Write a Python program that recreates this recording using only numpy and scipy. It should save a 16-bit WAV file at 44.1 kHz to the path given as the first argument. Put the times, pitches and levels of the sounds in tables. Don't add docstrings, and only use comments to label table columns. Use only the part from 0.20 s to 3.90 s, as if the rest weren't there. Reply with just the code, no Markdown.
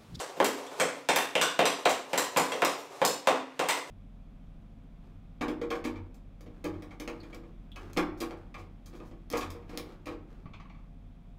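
import sys
import numpy as np
from scipy import signal
from scipy.fft import rfft, irfft
from scipy.io import wavfile
from scipy.ndimage import uniform_filter1d

SR = 44100
rng = np.random.default_rng(int(sys.argv[2]) if len(sys.argv) > 2 else 0)


def magnitude_from_level(level_db):
    exponent = np.asarray(level_db, float) / 20
    return 10 ** exponent


def digitize_waveform(pressure):
    field = np.atleast_2d(pressure).T
    bounded = np.clip(field, -1, 1)
    quanta = np.round(bounded * 32767).astype(np.int16)
    wavfile.write(sys.argv[1], SR, quanta)


N = 163170
LEAD = SR // 5
HZ = np.fft.rfftfreq(4096, 1 / SR)
EARLIER_S = -0.05
WET_DB = 14

# start_s, blow_db, hardness_db_per_octave, blade_db, tick_db
TAPS = [(0.168, -31, -10, -15, -24), (0.201, -10.5, -4.5, -13.5, -23), (0.599, -15, -5, -7.5, -36),
        (0.888, -13.5, -1.5, -21, -34), (1.153, -17, -2.5, -4.5, -13.5), (1.391, -10, -8, -7.5, -18.5),
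        (1.656, -10.5, -0.5, -9, -33), (1.932, -20, -7, -4.5, -11.5), (2.162, -14, -10, -5, -34),
        (2.42, -11.5, -0.5, -10, -21.5), (2.816, -14, 0.5, -9.5, -22), (3.072, -9, -3, -9, -15.5),
        (3.393, -16, -2.5, -9, -13.5)]
# start_s, blow_db, low_db, blade_db, top_db
KNOCKS = [(0.2451, -26, 1, 1, -2.5), (0.4662, -51.5, 5, 4, -9), (0.515, -55, 20, 1, -12),
          (0.599, -24, -7, 2.5, -9), (0.8879, -24, -10.5, 6, -27), (0.9608, -24.5, 8, 4.5, -1.5),
          (1.2137, -21, 3.5, 0.5, -12), (1.455, -23, 6, 4, -12), (1.6553, -29.5, -3, -6, -30),
          (1.694, -27.5, -4, -1, -8), (1.9776, -23.5, 4.5, -1, -3), (2.1723, -24, 10.5, -14, -3),
          (2.3206, -39, 13.5, 10.5, -24), (2.4494, -27, 6, -7, -6), (2.8503, -22, -31, -18, -4),
          (3.487, -23.5, 0.5, 3.5, -8.5)]
# blow_db, low_db, blade_db, top_db
EARLIER_KNOCK = (-27, 8, -3, -6)
# pitch_hz, level_db, t60_s
PANEL_MODES = [(175, -8.5, 0.034), (310, -1, 0.035), (423.3, -3.5, 0.019), (510, 4, 0.021),
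               (690, -0.5, .014), (810, 0, 0.0071), (1081, 2.5, 0.01), (1430, -8, 0.0054)]
# pitch_hz, level_db, t60_s
BLADE_MODES = [(1400, -2, .008), (1700, -3, .005), (2050, 0, .01), (2400, -2, .009), (2800, 0, .012),
               (3220, -3, .012), (3630, -3, .012)]
# pitch_hz, level_db, t60_s
PUCK_MODES = [(4250, -2, .007), (5040, -1, .012), (5800, -3, .005), (6400, -4, .004), (7280, 1, .008),
              (7700, -1, .005), (8400, -1, .005)]
# pitch_hz, level_db, t60_s
TOP_MODES = [(9600, -3, .002), (10900, -4, .002), (12300, 1, .005), (13600, -3, .002), (15000, -8, .002)]
# freq_hz, density_db_per_hz
CRACK_SPECTRUM = [(300, -36), (1500, -2), (4000, 1), (8500, -1), (10000, -11), (16000, -16)]
# start_s, pitch_hz, level_db, t60_s
SPOT_NOTES = [(.203, 443, -21.5, 0.017), (0.599, 8120, -31.5, 0.0088), (.89, 844, -27, 0.013),
              (0.959, 3560, -38.5, 0.017), (0.961, 7480, -33.5, 0.016), (1.154, 2810, -26.5, 0.014),
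              (1.213, 1464, -27, 0.02), (1.215, 2870, -38, .025), (1.214, 3580, -29, 0.015),
              (1.393, 690, -22, 0.024), (1.393, 2650, -27, 0.0081), (1.454, 7300, -51, 0.015),
              (1.657, 728, -22.5, 0.018), (1.977, 7550, -30, 0.01), (2.171, 5000, -42, 0.014),
              (2.171, 7100, -34.5, .015), (2.817, 510, -19.5, 0.025), (2.850, 5080, -30.5, 0.015),
              (2.849, 3745, -34.5, 0.016), (2.852, 7200, -29.5, 0.015), (3.075, 520, -26.5, 0.031),
              (2.319, 3320, -42, 0.0084), (2.422, 2200, -28, 0.0069), (.6, 2080, -29, 0.011),
              (3.487, 2040, -30.5, 0.022), (3.487, 995, -26, 0.015)]
# start_s, pitch_hz, level_db,
# t60_s
FURTHER_NOTES = [(.203, 990, -23, 0.012), (.246, 400, -28.5, 0.017), (.202, 1500, -29.5, .008),
                 (.6, 1070, -32, 0.009), (1.154, 4960, -39, .003), (1.216, 1150, -31, 0.0065),
                 (1.455, 4870, -32, .008), (2.852, 398, -30.5, .02), (2.321, 514, -37, .015),
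                 (.467, 3450, -51, 0.009), (0.601, 510, -31.5, 0.025), (.89, 2340, -24, 0.0067),
                 (.962, 1860, -28.5, .01), (1.155, 515, -28, 0.018), (1.214, 1020, -24.5, 0.014),
                 (1.654, 3940, -27.5, 0.006), (1.657, 2380, -27.5, .006), (1.934, 920, -30.5, 0.011),
                 (1.979, 1004, -27, 0.016), (1.978, 1920, -34.5, .015), (2.164, 1007, -29, 0.053),
                 (2.164, 495, -32, 0.061), (2.32, 5400, -43, 0.0046), (2.342, 474, -33, 0.019),
                 (2.421, 785, -30, 0.013), (2.45, 3780, -35, 0.0087), (2.45, 5020, -35.5, 0.0074),
                 (2.817, 780, -29, 0.012), (2.851, 906, -28.5, 0.01), (3.074, 950, -31.5, 0.0083),
                 (3.394, 764, -27.5, 0.019)]
# start_s, peak_db
SNAPS = [(0.2438, -21), (0.6004, -30), (0.8879, -31), (0.9617, -27), (1.2126, -30), (1.4556, -29),
         (1.6551, -32), (1.9315, -37), (1.9759, -24), (2.171, -23), (2.4204, -32), (2.4483, -18),
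         (2.8494, -25), (3.0724, -32), (3.4865, -30)]
# start_s, direct_db
FACING = [(.167, 1.5), (.201, 2.5), (.245, 2.5), (.466, 3), (.515, -4), (.599, -3), (.888, -0.5),
          (.961, 1.5), (1.153, 3.5), (1.214, -2), (1.391, 3.5), (1.455, -0.5), (1.656, 3), (1.694, -2),
          (1.932, 2.5), (1.978, -1), (2.162, -2.5), (2.172, 1.5), (2.32, 3.5), (2.42, 2), (2.449, 4),
          (2.816, 0), (2.85, 2.5), (3.072, 1.5), (3.393, 1), (3.487, -2)]
# time_s, level_db
SLIDE_PRESSURE = [(0, -41.5), (.15, -51.5), (.35, -46), (.45, -51), (.58, -41), (.7, -52), (0.859, -57),
                  (1.5, -52), (1.998, -48.5), (2.299, -43.5), (2.6, -47), (2.7, -50), (2.8, -46.5),
                  (2.951, -68), (3.06, -43.5), (3.2, -77), (3.45, -50), (3.7, -49.5)]
# freq_hz, density_db_per_hz
SCRAPE_SPECTRUM = [(120, -53), (260, -0.5), (520, 6), (750, 1), (1050, 2), (1600, -11.5), (7300, -16.5),
                   (15000, -29)]
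# middle_s, half_length_s, level_db
SWEEPS = [
    (0.25, .11, -62.5),
    (2.5, 0.1, -58.5),
    (-1.5, .1, -58),
]
# start_s, level_db
PANEL_HUMS = [(0.202, -27), (0.597, -33.5), (0.889, -31), (1.394, -34), (1.656, -34.5), (1.931, -36),
              (2.161, -27.5), (2.422, -44), (2.816, -63), (3.074, -25), (3.389, -47)]
# delay_s, level_db
ECHOES = [(.0012, -9), (.0026, -10), (.0058, -4.5), (.0085, -13), (.0128, -9), (.017, -12)]
# freq_hz, t60_s
GARAGE_DECAY = [(100, 0.53), (260, 0.47), (700, 0.38), (1840, 0.43), (4850, 0.41), (9000, 0.33),
                (14000, 0.28)]
# pitch_hz, level_db, t60_s
ROOM_MODES = [(81, -14.5, 0.26), (152.4, -22.5, 0.16), (172.5, -16, 0.3), (285.9, -23, 0.63)]
# freq_hz, density_db_per_hz
HUSH_SPECTRUM = [(100, -34), (300, -4), (1000, -7), (2500, -9), (6000, -24), (16000, -42)]
# freq_hz, density_db_per_hz
RUMBLE_SPECTRUM = [(12, -52), (20, -24), (32, -17), (70, -18), (160, -1), (210, -50), (350, -120)]


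def evened(x):
    return x / np.sqrt(np.mean(x ** 2) + 1e-20)


def read(points, hz):
    f, value = np.transpose(points)
    return np.interp(np.log(hz + 1), np.log(f + 1), value)


def colour(x, spectrum):
    gain = magnitude_from_level(read(spectrum, np.fft.rfftfreq(len(x), 1 / SR)))
    return irfft(rfft(x) * gain, len(x))


def mode_power(modes, tilt_db=0):
    spread_db, detune = 2.5, 0.012
    power = np.zeros(len(HZ))
    for hz, db, t60_s in modes:
        luck_db, luck_hz = rng.standard_normal(2)
        level_db = db + spread_db * luck_db + tilt_db * np.log2(hz / 600)
        offset = (HZ - hz * (1 + detune * luck_hz)) * t60_s * np.pi / np.log(1000) * 2
        power += magnitude_from_level(2 * level_db) / (1 + offset ** 2)
    return power / power.sum()


def crack_power():
    power = magnitude_from_level(2 * read(CRACK_SPECTRUM, HZ))
    return power / power.sum()


def strike(power, roll_s=0):
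    scatter_s, sharp_hz, thud_hz, blow_db = 0.002175, 7070, 1945, 7.5
    fold = irfft(np.log(power * len(HZ) + 1e-12) / 2)
    fold = fold * np.r_[1, 2 * np.ones(len(HZ) - 2), 1, np.zeros(len(HZ) - 2)]
    luck = evened(uniform_filter1d(rng.standard_normal(len(HZ)), size=60))
    delay_s = scatter_s * np.minimum(luck ** 2 / 2, 2) / (1 + (HZ / sharp_hz) ** 2)
    delay_s = delay_s + roll_s / (1 + (HZ / thud_hz) ** 2)
    phase = 2 * np.pi * np.cumsum(delay_s) * HZ[1]
    return irfft(np.exp(rfft(fold) - 1j * phase))[:3000] * magnitude_from_level(blow_db)


def knock(blow_db, low_db, blade_db, top_db):
    tilt_db, crack_db = -2, -0.5
    power = mode_power(PUCK_MODES)
    power = power + magnitude_from_level(2 * low_db) * mode_power(PANEL_MODES, tilt_db)
    power = power + magnitude_from_level(2 * blade_db) * mode_power(BLADE_MODES)
    power = power + magnitude_from_level(2 * top_db) * mode_power(TOP_MODES)
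    power = power + magnitude_from_level(2 * crack_db) * crack_power()
    return magnitude_from_level(blow_db) * strike(power)


def garage():
    first_wall_s, onset_s, build_s = 0.0009, 0.00061, 0.004
    taps, t = np.zeros(SR), np.arange(SR) / SR
    at = np.arange(0, SR - 8, 8)
    taps[at + rng.integers(low=0, high=8, size=len(at))] = rng.standard_normal(len(at))
    hz, frame_s, z = signal.stft(taps, SR, nperseg=256)
    decay = magnitude_from_level(-60 * frame_s / read(GARAGE_DECAY, hz)[:, None])
    tail = signal.istft(z * decay, SR, nperseg=256)[1][:SR]
    tail = tail * np.clip((t - first_wall_s) / onset_s, 0, 1) * np.sqrt(1 - np.exp(-t / build_s))
    tail = tail / np.linalg.norm(tail)
    for mode_hz, db, t60_s in ROOM_MODES:
        tail = tail + magnitude_from_level(db - 33 - 60 * t / t60_s) * np.sin(2 * np.pi * mode_hz * t)
    return magnitude_from_level(WET_DB) * tail


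def slide():
    grit_per_s, grit_db, flutter_db = 2500, 3.5, 3.5
    t = np.arange(N) / SR
    grit = magnitude_from_level(grit_db * np.minimum(rng.exponential(1, N), 4)) * rng.standard_normal(N)
    grit = grit * (rng.random(N) < grit_per_s / SR)
    time_s, level_db = np.transpose(SLIDE_PRESSURE)
    scrape = evened(colour(grit, SCRAPE_SPECTRUM)) * magnitude_from_level(np.interp(t, time_s, level_db))
    puck_click = strike(mode_power(PUCK_MODES) + 0.6 * mode_power(TOP_MODES))
    rattle = evened(signal.fftconvolve(grit, puck_click)[:N])
    sweep = sum(magnitude_from_level(db) * np.exp(-((t - mid_s) / half_s) ** 4) for mid_s, half_s, db in SWEEPS)
    flutter = magnitude_from_level(flutter_db * evened(uniform_filter1d(rng.standard_normal(N), size=1500)))
    return (scrape + sweep * rattle) * flutter


def hush():
    return magnitude_from_level(-57.5) * evened(colour(rng.standard_normal(N), HUSH_SPECTRUM))


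def tap(blow_db, hardness_db, blade_db, tick_db):
    soft_hz, roll_s = 2620, 0.00168
    soft = 1 / (1 + (HZ / soft_hz) ** 2) ** 2
    power = soft * mode_power(PANEL_MODES, hardness_db)
    power = power + magnitude_from_level(2 * blade_db) * mode_power(BLADE_MODES)
    power = power + magnitude_from_level(2 * tick_db) * crack_power()
    return magnitude_from_level(blow_db) * strike(power, roll_s)


def panel_hum():
    hum_hz, t60_s, rise_s = 263, 0.75, 0.01
    t, out = np.arange(SR) / SR, np.zeros(N + SR)
    shape = (1 - np.exp(-t / rise_s)) * np.sin(2 * np.pi * hum_hz * t)
    for s, db in PANEL_HUMS:
        out[round(s * SR):][:SR] += magnitude_from_level(db - 60 * t / t60_s) * shape
    return out[:N]


def chime(hz, db, t60_s):
    t = np.arange(3000) / SR
    return magnitude_from_level(db - 60 * t / t60_s) * np.sin(2 * np.pi * hz * t)


def snaps():
    snap_hz, gain_db, t60_s = 13200, 4, 0.0012
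    out = np.zeros(N)
    for s, db in SNAPS:
        out[round(s * SR):][:3000] += chime(snap_hz, db + gain_db, t60_s)
    return out


def facing(s):
    times_s, db = np.transpose(FACING)
    return magnitude_from_level(db[np.argmin(abs(times_s - s))])


def early_echoes(direct):
    out = direct
    for k, (delay_s, db) in enumerate(ECHOES):
        out = out + (-1) ** k * magnitude_from_level(db) * np.roll(direct, round(delay_s * SR))
    return out


def scene():
    length = N + LEAD + SR // 5
    spots, direct = np.zeros((3, length)), np.zeros(length)
    hits = [(s, tap(*settings)) for s, *settings in TAPS]
    hits += [(EARLIER_S, knock(*EARLIER_KNOCK))]
    hits += [(s, knock(*settings)) for s, *settings in KNOCKS]
    blows = [(k % 3, s, sound) for k, (s, sound) in enumerate(hits)]
    blows += [(1, s, chime(*mode)) for s, *mode in SPOT_NOTES]
    blows += [(2, s, chime(*mode)) for s, *mode in FURTHER_NOTES]
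    for k, s, sound in blows:
        start = LEAD + round(s * SR)
        spots[k, start:][:len(sound)] += sound
        direct[start:][:len(sound)] += facing(s) * sound
    spots[0, LEAD:LEAD + N] += slide() * magnitude_from_level(-WET_DB)
    wet = sum(signal.fftconvolve(spot, garage())[LEAD:LEAD + N] for spot in spots)
    direct = early_echoes(magnitude_from_level(6.5) * colour(direct, [(3000, 0), (12000, 0)]))
    return (direct[LEAD:LEAD + N] + wet + panel_hum() + snaps() + hush())[None]


def gain_control(x):
    knee_db, squeeze, recover_db_per_s = -31, 0.15, 120
    power_db = 10 * np.log10(abs(uniform_filter1d(x[0] ** 2, size=200, origin=99)) + 1e-12)
    fall_db = np.arange(N) * recover_db_per_s / SR
    held_db = np.maximum.accumulate(power_db + fall_db) - fall_db
    over_db = np.maximum(held_db - knee_db, 0)
    return x / magnitude_from_level(squeeze * uniform_filter1d(over_db, size=100))


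def band_limit(x):
    edge_hz, open_edge_hz, open_db = 15720, 16800, 8
    low = signal.oaconvolve(x, signal.firwin(301, edge_hz, fs=SR)[None], "same")
    top = signal.oaconvolve(x, signal.firwin(301, open_edge_hz, fs=SR)[None], "same") - low
    quick, slow = (abs(uniform_filter1d(top ** 2, size=size)) + 1e-12 for size in (200, 2000))
    return low + top * np.clip((10 * np.log10(quick / slow) - open_db) / 2 + 0.5, 0, 1)


def top_cut(x):
    return signal.sosfilt(signal.butter(12, 16970, fs=SR, output="sos"), x)


def record(dry):
    low_cut = signal.butter(2, 364, "high", fs=SR, output="sos")
    x = gain_control(signal.sosfilt(low_cut, dry))
    x = x + magnitude_from_level(-69.5) * evened(colour(rng.standard_normal(N), RUMBLE_SPECTRUM))
    return top_cut(band_limit(x))


dry = scene()
out = record(dry)
digitize_waveform(out)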